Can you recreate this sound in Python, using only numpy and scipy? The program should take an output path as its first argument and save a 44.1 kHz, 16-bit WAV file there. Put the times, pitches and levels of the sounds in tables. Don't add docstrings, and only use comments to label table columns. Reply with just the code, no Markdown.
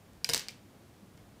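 import sys
import numpy as np
from scipy import signal
from scipy.fft import rfft, irfft
from scipy.io import wavfile
from scipy.ndimage import uniform_filter1d

SR = 44100
rng = np.random.default_rng(int(sys.argv[2]) if len(sys.argv) > 2 else 0)


def bounce(signal):
    frames = np.transpose(np.atleast_2d(signal))
    limited = np.clip(frames, -1, 1)
    pcm = np.round(limited * 32767).astype(np.int16)
    wavfile.write(sys.argv[1], SR, pcm)


N = 61739

# start in seconds, level in dB, bass in dB, treble in dB, strongest pitch
# in Hz, its boost in dB, then the ring, the scrape and the share sent to the room, each in dB.
TOOL_CLICKS = [(.134, -43, -6, 6, 8000, 4, -16, -8, 0), (.24464, -11, -8, -0.5, 4900, 21, -3, -16, -2),
               (.24586, -7, -5.5, -0.5, 4900, 13, -1, -12, -3),
               (.2485, -11.5, -5.5, -1.5, 2410, 14.5, -2, -16, -1.5),
               (.2907, -8.5, 3.5, 3, 4600, 3, -22, -2, 0), (.2917, -9, 0.5, 1, 5000, 3, -10, 1, -1.5),
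               (0.2972, -5, -2.5, -2, 4940, 12.5, -12, -11, -2.5),
               (0.3, -9.5, 2, -4.5, 4930, 11.5, -10, -10.5, -0.5),
               (0.3041, -12.5, -4, -1, 5030, 13, -9, -11, -1.5),
               (0.3348, -3.5, -1, 0.5, 4500, 10, -12, -8, 0), (.3358, -6.5, 3, 0, 5230, 7, -14, -6.5, 0),
               (0.3366, -2.5, 1.5, -1, 5150, 11.5, -17, -9, -0.5),
               (.3383, -7, -4.5, 0.5, 3800, 13, -12, -3.5, -2.5),
               (0.3465, 1.5, -1, -4, 4430, 10, -14, -27, -3),
               (.34665, -4, 1.5, 0.5, 8400, 10.5, -18, -26, -4),
               (0.3605, -10.5, 2, -8, 4520, 10, -10, -1, -5.5), (.3675, -12, 0, -3, 5000, 4, -14, -5, -3),
               (0.3779, -5, -6, -3, 4430, 5, -14, -19, -5), (.3951, -11, -2, -3, 4800, 9.5, -8, -4, -3),
               (0.408, -17, -1, -12, 4800, 5, -8, -6, -10), (.4850, -10, -6.5, -5.5, 4680, 10, -7, -15, -3),
               (.4892, -25, -3, -4, 4900, 10, 5, -5, -1), (.4930, -31, -2, -8, 2380, 19.5, 10, -3, 2),
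               (1.1737, -42, 3, -2, 4000, 1, -16, -10, 0), (1.177, -36, 8, -4, 2900, 2, -16, -6, 1)]
# frequency in Hz, level in dB.
CLICK_COLOUR = [(40, -26), (150, -7.5), (600, -6.5), (1200, -6.5), (1700, -1), (2600, -1), (4000, 0),
                (5600, 2.5), (6700, -2.5), (8300, -1), (10000, -5), (11500, -5.5), (15500, -11.5)]
# pitch in Hz, level in dB, seconds to fade by 60 dB.
TOOL_TONES = [(1566, -48, 0.1), (1830, -49, .05), (2200, -48, .16), (2380, -33, .04), (3120, -43, .06),
              (3620, -47, .14), (4510, -49, .12), (4720, -41, .09), (5000, -54, .1), (5800, -45, 0.076),
              (8100, -57, .07), (11470, -44, .04)]
# start in seconds, level in dB.
BENCH_KNOCKS = [(.2447, -12), (.2912, 3.5), (0.2973, 2.5), (0.3348, -4), (.3462, -3.5), (1.177, -19.5)]
# pitch in Hz, level in dB, seconds to fade by 60 dB.
BENCH_TONES = [(118.2, -45, .14), (155.6, -46, .12), (269, -43.5, 0.082), (465.5, -40, .085),
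               (537, -42, 0.066), (654, -39, 0.029), (900, -39, .025), (1593, -45, .06), (2167, -41, 0.023)]
# start in seconds, level in dB, pitch in Hz.
FINGER_BUMPS = [(1.031, -47.5, 204), (1.149, -47.5, 139)]
# time in seconds, level in dB.
SLEEVE_LEVELS = [(0, -78), (.42, -74), (.5, -66), (.72, -62.5), (.84, -67), (.97, -64.5), (1.1, -75),
                 (1.4, -74)]
# frequency in Hz, level in dB.
RUSTLE_COLOUR = [(40, -28), (130, -9), (260, 0), (450, -8), (1000, -21), (4000, -31), (15000, -43)]
# frequency in Hz, seconds to fade by 60 dB.
TAIL_FADE = [(150, 0.28), (600, 0.3564), (2000, 0.3658), (4500, 0.2945), (8000, 0.2432), (15000, 0.23)]
# frequency in Hz, level in dB.
TAIL_COLOUR = [(100, -3), (600, -0.5), (1800, .5), (3200, 2.5), (5000, 0.5), (8000, -2), (15000, -3)]
# delay in seconds, level in dB.
FIRST_ECHOES = [(.0026, -15.5), (.0042, -19.5), (.0071, -21), (.0088, -26), (0.0141, -25)]
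# frequency in Hz, level in dB.
AIR_COLOUR = [(25, -20), (38, -14), (50, -5), (70, -7), (100, -3), (200, -6), (350, -11.5), (700, -16.5),
              (1200, -21), (2300, -25.5), (6000, -30.8), (15500, -35.7)]
# pitch in Hz, level in dB.
HUM_TONES = [(99, -68.5), (199.5, -69), (350, -77.5), (700, -82.5)]

BASS_HZ, TREBLE_HZ, PEAK_WIDTH_HZ, PEAK_STEEPNESS = 1280, 7040, 570, 1.29
SCRAPE_S, SMEAR_S = 0.0017, 0.0005
KNOCK_RISE_S, BENCH_LOW_HZ, BUMP_RISE_S = 0.00063, 75, 0.0034
TAIL_DB, TAIL_RISE_S, BENCH_ROOM_DB = -5, 0.0051, -3
AIR_DB, AIR_DRIFT_DB, HUM_WAVER = -58.4, 1.2, 0.5
PEAK_IN_ROOM = 0.25


def tool():
    direct, to_room = np.zeros(N), np.zeros(N)
    t, ringing = np.arange(SR // 20) / SR, ring(TOOL_TONES)
    for start, db, bass_db, treble_db, peak_hz, peak_db, ring_db, scrape_db, room_db in TOOL_CLICKS:
        scrape = rng.standard_normal(len(t)) * np.exp(-t / SCRAPE_S)
        force = signal.unit_impulse(len(t)) + amp(scrape_db) * scrape / np.linalg.norm(scrape)
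        near_click = click(bass_db, treble_db, peak_hz, peak_db)
        room_click = click(bass_db, treble_db, peak_hz, peak_db * PEAK_IN_ROOM)
        add(direct, start, amp(db) * signal.fftconvolve(force, near_click))
        add(direct, start, amp(db + ring_db) * ringing)
        add(to_room, start, amp(db + room_db) * signal.fftconvolve(force, room_click))
    return direct + room(to_room)


def click(bass_db, treble_db, peak_hz, peak_db):
    hz = np.fft.rfftfreq(1024, 1 / SR)
    bass = bass_db / (1 + (hz / BASS_HZ) ** 2)
    treble = treble_db * (1 - 1 / (1 + (hz / TREBLE_HZ) ** 6))
    off_peak = 2 * (hz - peak_hz) / PEAK_WIDTH_HZ
    peak_power = 1 + (amp(peak_db) ** 2 - 1) / (1 + off_peak ** 2) ** PEAK_STEEPNESS
    pulse = sharp_pulse(read(CLICK_COLOUR, hz) + bass + treble + 10 * np.log10(peak_power))
    delay = SMEAR_S * (hz / hz[-1]) ** 2
    return irfft(rfft(pulse) * np.exp(-2j * np.pi * np.cumsum(delay) * hz[1]))


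def sharp_pulse(db):
    cepstrum = irfft(np.log(amp(db)))
    half = len(cepstrum) // 2
    cepstrum[1:half] *= 2
    cepstrum[half + 1:] = 0
    return irfft(np.exp(rfft(cepstrum)))


def ring(tones):
    t = np.arange(SR // 2) / SR
    return sum(amp(db) * np.exp(-np.log(1000) * t / fade_s) * np.sin(2 * np.pi * hz * t)
               for hz, db, fade_s in tones)


def bench():
    out, knock = np.zeros(N), ring(BENCH_TONES)
    knock *= 1 - np.exp(-np.arange(len(knock)) / SR / KNOCK_RISE_S)
    for start, db in BENCH_KNOCKS:
        add(out, start, amp(db) * knock)
    return signal.sosfilt(signal.butter(1, BENCH_LOW_HZ, "high", fs=SR, output="sos"), out)


def fingers():
    out, t = np.zeros(N), np.arange(SR // 10) / SR
    swell = t / BUMP_RISE_S * np.exp(1 - t / BUMP_RISE_S)
    for start, db, hz in FINGER_BUMPS:
        add(out, start, -amp(db) * swell * np.sin(2 * np.pi * hz * t))
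    return out


def sleeve():
    level_db = np.interp(np.arange(N) / SR, *np.transpose(SLEEVE_LEVELS))
    return amp(level_db) * noise(RUSTLE_COLOUR)


def room(sound):
    hz, t, bands = signal.stft(rng.standard_normal(SR), SR, nperseg=256)
    colour = amp(read(TAIL_COLOUR, hz))[:, None]
    fade = np.exp(-np.log(1000) * t / read(TAIL_FADE, hz)[:, None])
    tail = signal.istft(bands * colour * fade, SR, nperseg=256)[1]
    tail *= 1 - np.exp(-(np.arange(len(tail)) / SR / TAIL_RISE_S) ** 2)
    tail *= amp(TAIL_DB) / np.linalg.norm(tail)
    for delay, db in FIRST_ECHOES:
        add(tail, delay, amp([db]))
    return signal.fftconvolve(sound, tail)[:N]


def room_noise():
    air = noise(AIR_COLOUR)
    low = signal.sosfilt(signal.butter(1, 600, fs=SR, output="sos"), air)
    return amp(AIR_DB) * (air + low * (amp(AIR_DRIFT_DB * drift(samples=3000)) - 1))


def mains_hum():
    t, hum = np.arange(N) / SR, np.zeros(N)
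    for hz, db in HUM_TONES:
        waver = 1 + HUM_WAVER * drift(samples=4000)
        hum += amp(db) * unit(waver * np.sin(2 * np.pi * (hz * t + rng.random())))
    return hum


def noise(colour):
    gain = amp(read(colour, np.fft.rfftfreq(N, 1 / SR)))
    return unit(irfft(rfft(rng.standard_normal(N)) * gain, N))


def drift(samples):
    smooth = uniform_filter1d(rng.standard_normal(N), samples, mode="wrap")
    return unit(uniform_filter1d(smooth, samples, mode="wrap"))


def amp(db):
    return 10 ** (np.asarray(db) / 20)


def unit(sound):
    return sound / np.sqrt(np.mean(sound ** 2) + 1e-20)


def read(table, hz):
    row_hz, values = np.transpose(table)
    return np.interp(np.log(hz + 1), np.log(row_hz + 1), values)


def add(mix, start, sound):
    part = mix[round(start * SR):][:len(sound)]
    part += sound[:len(part)]


def scene():
    knocks = bench()
    hits = tool() + knocks + amp(BENCH_ROOM_DB) * room(knocks)
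    return (hits + fingers() + sleeve() + room_noise() + mains_hum())[None]


def record(dry):
    treble_cut = signal.firwin(255, 15600, window=("kaiser", 8), fs=SR)
    return signal.oaconvolve(dry, treble_cut[None], "same")


dry = scene()
out = record(dry)
bounce(out)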